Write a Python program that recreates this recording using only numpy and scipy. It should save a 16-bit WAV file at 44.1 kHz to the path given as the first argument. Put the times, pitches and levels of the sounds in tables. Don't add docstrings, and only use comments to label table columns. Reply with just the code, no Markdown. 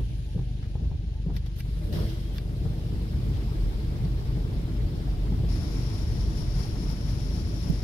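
import sys
import numpy as np
from scipy import signal
from scipy.fft import irfft
from scipy.io import wavfile
from scipy.ndimage import uniform_filter1d

SR = 44100
rng = np.random.default_rng(int(sys.argv[2]) if len(sys.argv) > 2 else 0)


def transcribe(signal):
    frames = np.atleast_2d(signal).T
    limited = np.clip(frames, -1, 1)
    pcm = np.round(limited * 32767).astype(np.int16)
    wavfile.write(sys.argv[1], SR, pcm)


N = 345671

# pitch_hz, left_over_right_db
CABIN_BALANCE = [(60, 0), (200, 0.3), (700, 1), (1300, 0), (2400, 1), (3300, -1), (4400, 2), (5500, 5),
                 (8100, 9.5), (11000, 5), (13500, 8), (15500, 9)]


def gain_of(db):
    return 10 ** (np.asarray(db) / 20)


def panned(left_over_right_db):
    return gain_of([[left_over_right_db / 2], [-left_over_right_db / 2]])


def unit_rms(x):
    return x / np.sqrt(np.mean(x ** 2) + 1e-20)


def drift(white, size):
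    return unit_rms(uniform_filter1d(uniform_filter1d(white, size), size))


def at_pitch(points, hz):
    point_hz, value = np.transpose(points)
    return np.interp(np.log(hz + 1), np.log(point_hz + 1), value)


def curves(rows):
    time_s, *columns = np.transpose(rows)
    return [np.interp(np.arange(N) / SR, time_s, column) for column in columns]


def hump(middle_s, length_s):
    return np.cos(np.pi * np.clip((np.arange(N) / SR - middle_s) / length_s, -.5, .5)) ** 2


def arch(start_s, end_s):
    return np.sin(np.pi * np.clip((np.arange(N) / SR - start_s) / (end_s - start_s), 0, 1)) ** .5


def burst(hit_s, build_s, build_db, t60_s):
    t = np.arange(N) / SR - hit_s
    swell = gain_of(build_db) * np.clip(1 + t / build_s, 0, 1) ** .5
    return np.where(t < 0, swell, gain_of((-60 * t / t60_s).clip(-150, 0)))


def noise(colour, size, patchy_db, flicker_db, balance=CABIN_BALANCE):
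    # pitch_hz, correlation
    stereo_likeness = [(40, .97), (80, .93), (130, .93), (200, .9), (380, .78), (700, .55), (1000, .4),
                       (1400, .25), (2400, .05), (15000, 0)]
    # pitch_hz, left_lead_rad
    left_lead = [(40, 0.049), (70, 0.042), (130, 0.03), (300, 0.1), (780, 1.18), (1120, 1.95), (1500, 2.9)]
    hop = size // 4
    frames, hz = N // hop + 5, np.fft.rfftfreq(size, 1 / SR)
    a, b, c, d, patches = rng.standard_normal((5, frames, len(hz)), dtype=np.float32)
    patches = unit_rms(uniform_filter1d(uniform_filter1d(patches, size=8, axis=0), size=8, axis=1))
    flicker = unit_rms(uniform_filter1d(rng.standard_normal(frames), size=4))[:, None]
    likeness = at_pitch(stereo_likeness, hz)
    left = a + 1j * b
    right = likeness * left + np.sqrt(1 - likeness ** 2) * (c + 1j * d)
    gain = gain_of(at_pitch(colour, hz) + patchy_db * patches + flicker_db * flicker)
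    side = gain_of(at_pitch(balance, hz) / 2)
    lead = np.exp(1j * at_pitch(left_lead, hz))
    grains = irfft(np.array([left * side * lead, right / side]) * gain) * np.hanning(size)
    quarters = grains.reshape(2, frames, 4, hop)
    overlapped = sum(quarters[:, 3 - k:frames - k, k] for k in range(4)).reshape(2, -1)[:, :N]
    return overlapped / np.sqrt(np.mean(overlapped.mean(0) ** 2))


def far_sprays():
    # time_s, level_db, treble_boost_db
    levels = [(0, -58.5, 7.5), (.3, -59, 7.5), (.45, -59.5, 3.5), (.7, -60, 4), (1.0, -61.5, 1),
              (1.3, -61.5, 2.5), (1.8, -59, 7), (2.3, -57, 0), (2.38, -57.5, 0), (2.46, -60.5, 4),
              (2.6, -57.5, 0)]
    # pitch_hz, level_db
    colour = [(530, -6.5), (880, -25), (960, -46), (1300, -36), (1550, -7.5), (1920, -11.5), (2500, -9),
              (2950, -7), (3850, -7.5), (5200, -13), (6800, -19.5), (7400, -23.5), (8100, -36), (8700, -30),
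              (9200, -23.5), (9880, -23), (11500, -29), (12800, -35), (13500, -49), (15700, -43)]
    level_db, boost_db = curves(levels)
    hiss = noise(colour, size=512, patchy_db=1.2, flicker_db=.6)
    treble = signal.sosfiltfilt(signal.butter(4, 8500, "highpass", fs=SR, output="sos"), hiss)
    return gain_of(level_db) * (hiss + (gain_of(boost_db) - 1) * treble)


def engine():
    # time_s, firing_hz
    idle = [(0, 25.1), (1.05, 24.65), (7.84, 24.55)]
    # order, level_db
    orders = [(1, -50), (2, -33), (3, -40), (4, -43), (5, -41), (6, -52), (7, -50), (8, -56)]
    firings = np.cumsum(curves(idle)[0]) / SR
    t, out = np.arange(N) / SR, 0
    coarse_t = t[::200]
    for order, db in orders:
        rates_hz, phases = rng.uniform(0.364, 4, (8, 1)), rng.random((8, 1))
        sways = np.sin(2 * np.pi * (rates_hz * coarse_t + phases))
        waver_db = 0.17 * order * np.interp(t, coarse_t, sways.sum(0) / 2)
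        lead_rad = order * np.array([[.05], [-.05]])
        phase = 2 * np.pi * order * (firings + 1 / 8) + lead_rad
        out -= gain_of(db + waver_db) * np.sqrt(2) * np.cos(phase)
    return out * panned(1.2)


def wiper_motor():
    # start_s, end_s, pitch_hz, level_db
    strokes = [(.02, .18, 800, -70), (.26, .35, 872, -66), (.44, .55, 730, -65), (.95, 1.1, 790, -70),
               (1.15, 1.21, 870, -64)]
    t, out = np.arange(N) / SR, 0
    wobble_rad = 0.88 * drift(rng.standard_normal(N), size=900)
    for start_s, end_s, hz, db in strokes:
        out += gain_of(db) * np.sqrt(2) * arch(start_s, end_s) * np.sin(2 * np.pi * hz * t + wobble_rad)
    return out * panned(3)


def hum_and_whistle():
    # start_s, end_s, pitch_hz, level_db, waver_rad
    tones = [(1.527, 2.407, 159.1, -41.5, 0.35), (1.95, 2.42, 3220, -67, 3.7)]
    t, out = np.arange(N) / SR, 0
    for start_s, end_s, hz, db, waver_rad in tones:
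        size = int(4e4 / np.sqrt(hz))
        waver, throb = (drift(white, size) for white in rng.standard_normal((2, N)))
        level = gain_of(db + 3.5 * throb) * arch(start_s, end_s)
        out += level * np.sqrt(2) * np.sin(2 * np.pi * hz * t + waver_rad * waver)
    return out


def mist():
    # time_s, hiss_db, fizz_db
    spray_levels = [(1.2, -74, -97), (1.5, -68, -88), (1.62, -70, -74), (1.7, -63.5, -71),
                    (1.79, -62.5, -70), (1.85, -59, -66), (1.92, -63, -68), (1.96, -50, -61),
                    (2.04, -52, -63), (2.09, -58, -65), (2.18, -57.5, -66), (2.3, -64, -69),
                    (2.43, -63, -70), (2.55, -63, -68), (3.05, -60, -68), (3.3, -57, -68.5),
                    (3.6, -56.5, -67), (4, -59, -69), (4.75, -58.5, -69), (5.45, -59, -69),
                    (5.55, -55, -68), (7.84, -58.5, -72)]
    # time_s, level_db
    haze_levels = [(1.8, -78), (2.3, -71), (2.8, -68), (3.2, -64), (3.8, -65), (4.2, -65), (4.8, -65.5),
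                   (5.4, -66), (6.2, -71), (7.84, -68)]
    # time_s, level_db
    sparkle_levels = [(1.65, -74), (1.77, -81), (1.84, -68), (1.91, -74), (1.92, -72), (2.16, -70),
                      (2.3, -79), (2.37, -65), (2.42, -76), (2.6, -84), (2.73, -78), (3.1, -87),
                      (3.15, -73), (4.39, -77), (4.49, -73), (4.6, -81), (4.75, -73), (4.8, -79),
                      (4.91, -72), (5.03, -80), (5.1, -74), (5.27, -79), (5.37, -75), (5.99, -72.5),
                      (6.06, -78), (6.34, -74.5), (6.36, -70), (6.51, -81.5), (6.61, -71), (6.75, -75),
                      (6.89, -73), (6.91, -65), (6.96, -77), (7.41, -72.5), (7.44, -79), (7.68, -73),
                      (7.7, -61), (7.72, -71.5), (7.79, -79), (7.84, -78)]
    # pitch_hz, level_db
    hiss_colour = [(530, -19), (900, 0.5), (1010, -2), (1410, -2.5), (1530, -5.5), (2140, -4.5),
                   (2820, -15), (3270, -10.5), (5350, -6.5), (6250, -31), (6850, -31), (8000, -37),
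                   (10400, -57), (17600, -120)]
    fizz_colour = [(5000, -36), (7500, -4.5), (8660, -4), (9600, -6), (11500, 1), (12600, -4), (13500, -14),
                   (15700, -23)]
    sparkle_colour = [(11000, -26), (12500, -3), (13300, 0), (14200, -3), (15000, -6), (15700, -8)]
    hiss_db, fizz_db = curves(spray_levels)
    hiss = gain_of(hiss_db) * noise(hiss_colour, size=512, patchy_db=2.5, flicker_db=0.14)
    fizz = gain_of(fizz_db) * noise(fizz_colour, size=512, patchy_db=1.5, flicker_db=.3)
    low_cut = signal.butter(2, 1500, "highpass", fs=SR, output="sos")
    haze = gain_of(curves(haze_levels)[0]) * signal.sosfilt(low_cut, rng.standard_normal((2, N)))
    primed = np.clip((np.arange(N) / SR - 1.55) / .15, 0, 1)
    sparkle = noise(sparkle_colour, size=512, patchy_db=2.0, flicker_db=-1.0)
    return hiss + fizz + haze + primed * gain_of(curves(sparkle_levels)[0]) * sparkle


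def drop_ticks():
    # start_s, level_db, centre_hz, octave_away_db
    drops = [(1.3645, -40, 4000, -4), (1.463, -55, 3800, -3), (1.6045, -37, 2300, -22),
             (2.3825, -37, 3000, -2)]
    # pitch_hz, level_db, t60_s
    glass_modes = [(850, -15, 0.037), (1160, -9, 0.049), (1620, -4.5, 0.026), (2000, -5, 0.023),
                   (2330, -6.5, 0.045), (2660, -6.5, 0.027), (3500, -0.5, 0.023), (4350, -6, 0.025),
                   (4540, -3, 0.03), (5200, -6, 0.026)]
    hz, mode_db, t60_s = np.transpose(glass_modes)[:, :, None]
    out, t = np.zeros((2, N + SR)), np.arange(SR // 10) / SR
    attack = np.minimum(t / 0.0005, 1)
    for start_s, db, centre_hz, octave_away_db in drops:
        phase = rng.random((len(hz), 1)) + 1.5 * rng.random((2, len(hz), 1))
        struck_db = db + mode_db + octave_away_db * np.log2(hz / centre_hz) ** 2
        modes = gain_of(struck_db - 60 * t / t60_s) * np.sin(2 * np.pi * hz * t + phase)
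        out[:, round(start_s * SR):][:, :len(t)] += modes.sum(1) * attack
    return out[:, :N]


def nozzle_spits():
    # hit_s, body_db, snap_over_body_db, fizz_over_body_db, t60_s, build_s, build_db,
    # left_over_right_db
    spits = [(0.627, -51, -11, -36, 0.14, 0.0047, -22, 1),
             (1.3652, -45.5, -1, -8.5, 0.069, 0.032, -11.5, 0), (1.462, -54.5, 1, -12, 0.074, .005, -10, 1),
             (1.565, -63, 4, 0, 0.22, .004, -26, 2), (1.606, -47.5, -0.5, 0.5, 0.028, 0.024, -8, -2),
             (1.926, -51.5, 2.5, -5, 1, 0.013, -16, -1), (2.095, -69, 14, -6, 0.26, .02, -8, -1),
             (3.37, -57.5, 4.5, -14, 0.065, 0.027, -5.5, 0), (4.05, -62, 10, -9, 0.045, 0.014, -11, 0),
             (2.382, -49.5, 1, -2, 0.025, 0.045, -8, -2), (6.605, -49, -7, -16, 0.063, 0.033, -13, -4),
             (6.909, -53.5, -5, -2, .06, .015, -8, -0.5), (7.699, -60, -2, 3, .06, .01, -8, 1)]
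    # pitch_hz, level_db
    body_colour = [(600, 2.5), (1100, -6), (1800, 3.5), (2400, -5.5), (3000, -21), (4000, -36)]
    snap_colour = [(2000, -34), (2800, 2.5), (3600, 3), (4600, -0.5), (5600, -0.5), (6500, -11.5),
                   (8000, -19)]
    fizz_colour = [(6500, -34), (8500, -8), (10000, 1), (11200, 0), (12300, 9), (13300, -2), (14300, -3),
                   (15700, -12)]
    body, snap, fizz = (noise(colour, size=256, patchy_db=.8, flicker_db=.4)
                        for colour in (body_colour, snap_colour, fizz_colour))
    out = np.zeros((2, N))
    for hit_s, db, snap_db, fizz_db, t60_s, build_s, build_db, pan_db in spits:
        level = burst(hit_s, build_s, build_db, t60_s)
        fizz_level = burst(hit_s - 0.0029, build_s, 0.92 * build_db, t60_s)
        spit = level * (body + gain_of(snap_db) * snap) + gain_of(fizz_db) * fizz_level * fizz
        out += gain_of(db) * panned(pan_db) * spit
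    return out


def side_jet():
    # middle_s, length_s, rise_db
    surges = [(5.535, 0.25, 2.5), (5.76, 0.29, 3), (5.98, .19, 3), (6.188, .16, 2), (6.388, 0.13, 5),
              (6.62, 0.24, 5.5), (6.834, 0.12, 3.5), (6.908, 0.084, 5), (7.093, .12, 3.5),
              (7.213, 0.13, 2.5), (7.372, 0.17, 3.5), (7.496, 0.11, 2), (7.64, 0.2, 3), (7.774, 0.2, 2.5)]
    # pitch_hz, level_db
    colour = [(710, 0.5), (1200, -4.5), (1420, -2), (1560, -6), (1850, -2.5), (2460, -4), (4180, -6.5),
              (5440, -2.5), (6110, -12.5), (6720, -6.5), (7300, -17.5), (7870, -25), (8570, -23),
              (9200, -12.5), (9730, -9), (11000, -14), (12400, -18), (13300, -29), (15000, -38)]
    # pitch_hz, left_over_right_db
    balance = [(1000, 13), (2400, -2), (3300, 9), (4200, 16.5), (5500, 25), (6700, 14.5), (8000, 22),
               (9700, 14), (11500, 12.5), (13800, 24), (15300, 14)]
    open_s, base_db = 5.485, -53
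    whistle_hz, width_hz, whistle_db, build_s = 5540, 220, -3, 0.18
    t = np.arange(N) / SR - open_s
    level_db = base_db + sum(db * hump(middle_s, length_s) for middle_s, length_s, db in surges)
    hiss = noise(colour, size=1024, patchy_db=0.5, flicker_db=0.8, balance=balance)
    whistle = signal.lfilter(*signal.iirpeak(whistle_hz, whistle_hz / width_hz, fs=SR), hiss)
    whistle *= gain_of(whistle_db) * np.clip(t / build_s, 0, 1)
    return np.clip(t / 0.0041, 0, 1) * gain_of(level_db) * (hiss + whistle)


def wiper_slaps():
    # start_s, level_db, knock_db, click_db, scuff_s, left_over_right_db, cutoff_hz
    slaps = [(.346, -42, 8, -20, 0.018, 5, 600), (.357, -22.5, -5, -37, 0.012, 0.5, 500),
             (.374, -38, 6, -1, .02, 6, 1300), (0.388, -35.5, 8, 8, 0.024, -1, 950),
             (.654, -44, 4, -12, 0.047, 4, 1530), (0.750, -36.5, 8, 3, 0.037, 1, 1200),
             (0.819, -30, -13, -33, 0.032, 1, 595), (0.912, -38.5, 9, 7, 0.032, 1, 1050),
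             (1.259, -40, 8, -20, 0.016, 5, 600), (1.264, -23.5, -13, -39, 0.014, 1, 500),
             (1.281, -41, 8, -12, 0.013, 0, 700), (1.297, -38, -2, 1, 0.038, 0, 1410),
             (1.454, -44, -13, -1, .03, -2, 1500), (2.65, -26, -8, -17, .04, 1, 1500),
             (4.05, -25, -8, -19, 0.024, 0, 1200), (4.368, -25.5, -15, -22, 0.058, -1, 1000),
             (5.32, -24.5, -7, -19, 0.023, 2, 1000), (5.434, -22.5, -10, -23, 0.032, 0, 1000),
             (7.696, -24.5, -10, -38, 0.0074, -21.5, 980)]
    # pitch_hz, width_hz, level_db
    cowl_modes = [(84, 220, 12.5), (164.6, 28.5, 5.5), (233, 91, -12), (457, 62, 14.5), (537, 89, 7),
                  (730, 210, 21), (950, 150, -18), (1200, 220, 3), (1670, 300, -2)]
    out, t = np.zeros((2, N + SR)), np.arange(SR // 4) / SR
    push = 2.0 * np.exp(-((t - .003) / .001) ** 2)
    low_cut = signal.butter(2, 60, "highpass", fs=SR, output="sos")
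    for start_s, db, knock_db, click_db, scuff_s, pan_db, cutoff_hz in slaps:
        grit = rng.standard_normal(len(t)) + .5 * rng.standard_normal((2, len(t)))
        scuff = grit * gain_of(-60 * np.minimum(t / scuff_s, 2) ** 3) * np.minimum(t / 0.0013, 1)
        ring = 0
        for hz, width_hz, mode_db in cowl_modes:
            band_db = 0 if hz < 350 else knock_db if hz < 680 else click_db
            ring += gain_of(mode_db + band_db) * np.exp(-np.pi * width_hz * t) * np.sin(2 * np.pi * hz * t)
        ring *= np.minimum(t / 0.0002, 1)
        slap = signal.fftconvolve(push + scuff, ring[None], axes=1)[:, :len(t)]
        soft_rubber = signal.butter(4, cutoff_hz, fs=SR, output="sos")
        slap = signal.sosfilt(soft_rubber, signal.sosfilt(low_cut, slap))
        loudest_rms = np.sqrt(uniform_filter1d(slap.mean(0) ** 2, size=400).max())
        out[:, round(start_s * SR):][:, :len(t)] += gain_of(db) * panned(pan_db) * slap / loudest_rms
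    return out[:, :N]


def gush():
    # time_s, level_db
    levels = [(1.6, -49), (1.8, -42), (1.92, -31), (1.98, -27), (2.1, -36.5), (2.3, -42.5), (2.6, -40)]
    # pitch_hz, width_hz, level_db
    body_modes = [(86, 7.4, 4.5), (159, 9.3, 1), (214.4, 13.4, -3.5), (325.5, 34, -9.5), (440, 140, -18),
                  (593, 51, -19), (696, 92, -30)]
    hz = np.arange(40, 5000, 2)
    power = sum(gain_of(2 * db) / (1 + (2 * (hz - mode_hz) / width_hz) ** 2) ** 2
                for mode_hz, width_hz, db in body_modes)
    colour = np.c_[hz, 10 * np.log10(power)]
    return gain_of(curves(levels)[0]) * noise(colour, size=8192, patchy_db=.3, flicker_db=.1)


def drumming():
    # time_s, panels_db, roof_db, glass_db, cabin_air_db
    levels = [(0, -31, -48, -52.5, -26.5), (.25, -37, -52, -54.5, -55), (.55, -38, -51.5, -54, -58),
              (1.1, -38, -47.5, -54.5, -45), (1.55, -35, -51, -57, -58), (1.85, -40, -46, -52.5, -31.5),
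              (2.2, -37, -44.5, -52, -40), (2.5, -52, -38.5, -48, -49), (2.75, -47, -42.5, -46.5, -39),
              (3.1, -34.5, -38, -49, -55), (3.4, -28.5, -43.5, -45.5, -42), (3.65, -44, -41, -45.5, -26.5),
              (4.1, -28.5, -42, -44.5, -39), (4.5, -37.5, -38.5, -44.5, -34.5),
              (5.15, -37, -39.5, -45, -34), (5.5, -30, -37, -43.5, -30.5), (5.95, -31.5, -39.5, -43, -45),
              (6.2, -27, -37, -46.5, -33.5), (6.6, -38, -39, -44.5, -32), (7.2, -33, -35.5, -46.5, -41),
              (7.84, -35, -39.5, -46.5, -52)]
    # middle_s, length_s, panels_db, roof_db, glass_db
    shudders = [(0, 0.067, -27.5, -58, -42.5), (0.41, 0.095, -31.5, -40, -51),
                (0.833, 0.17, -35, -41, -48.5), (0.905, 0.19, -27.5, -59, -62),
                (1.317, 0.19, -33.5, -39.5, -49), (1.972, 0.12, -29, -34, -61),
                (2.664, 0.18, -28, -42, -50), (2.942, 0.089, -29, -41, -47), (3.15, .1, -34, -40, -56),
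                (3.275, 0.21, -42, -37, -53), (3.85, 0.074, -31, -44, -52),
                (3.954, 0.049, -42.5, -39, -51.5), (4.038, 0.067, -26, -36, -47),
                (4.588, 0.094, -29, -48, -54), (4.712, 0.074, -26.5, -35, -55),
                (5.35, 0.21, -34, -34.5, -44), (7.697, 0.11, -55, -32.5, -43.5)]
    # time_s, level_db
    door_levels = [(0, -40), (1.8, -60), (2.3, -44), (2.8, -40.5), (3.3, -36), (3.8, -41), (4.2, -36.5),
                   (4.8, -37), (5.4, -39.5), (6.2, -38), (7, -40), (7.84, -48)]
    # pitch_hz, level_db
    panel_colour = [(40, -67), (52, 2), (60, 4), (75, -3.5), (100, -4), (122, -2.5), (135, -5),
                    (150, -16.5), (200, -39), (330, -120)]
    air_colour = [(26, -25), (34, -23), (41, 5), (45, 17.5), (53, 4), (62, -24), (80, -70), (160, -120)]
    roof_colour = [(82, -10), (140, -1.5), (178, -1), (210, -14.5), (248, -7.5), (310, -24), (400, -16),
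                   (680, -120)]
    glass_colour = [(170, -15), (290, 4), (328, -6.5), (356, -4), (438, -8.5), (521, -17.5), (757, -14),
                    (842, -17.5), (1100, -25.5), (1430, -28.5), (2420, -120)]
    door_colour = [(85, -35), (108, 1), (124, 5), (140, -9.5), (165, -12), (220, -54.5), (400, -120)]
    *steady_db, air_db = curves(levels)
    shudder_power = sum(np.outer(gain_of(db) ** 2, hump(middle_s, length_s))
                        for middle_s, length_s, *db in shudders)
    panel_gain, roof_gain, glass_gain = np.sqrt(gain_of(steady_db) ** 2 + shudder_power)
    door_gain = gain_of(curves(door_levels)[0])
    panels = panel_gain * noise(panel_colour, size=4096, patchy_db=3.0, flicker_db=1.0)
    boom = gain_of(air_db) * noise(air_colour, size=4096, patchy_db=0.4, flicker_db=1.5)
    roof = roof_gain * noise(roof_colour, size=2048, patchy_db=1.07, flicker_db=0.0)
    patter = glass_gain * noise(glass_colour, size=1024, patchy_db=2.0, flicker_db=1.77)
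    door = door_gain * noise(door_colour, size=4096, patchy_db=-1.4, flicker_db=2.5)
    return boom + panels + door + roof + patter


def scene():
    bed = engine() + drumming() + gush() + far_sprays() + mist()
    return (bed + side_jet() + nozzle_spits() + drop_ticks() + hum_and_whistle()
            + wiper_slaps() + wiper_motor())


def record(dry):
    hiss_db, cutoff_hz = -99, 15720
    hissy = dry + gain_of(hiss_db) * rng.standard_normal(dry.shape)
    padded = np.pad(hissy, ((0, 0), (511, 511)), "reflect")
    lowpass = signal.firwin(1023, cutoff_hz, window=("kaiser", 9), fs=SR)
    return signal.oaconvolve(padded, lowpass[None], "valid", axes=1)


dry = scene()
out = record(dry)
transcribe(out)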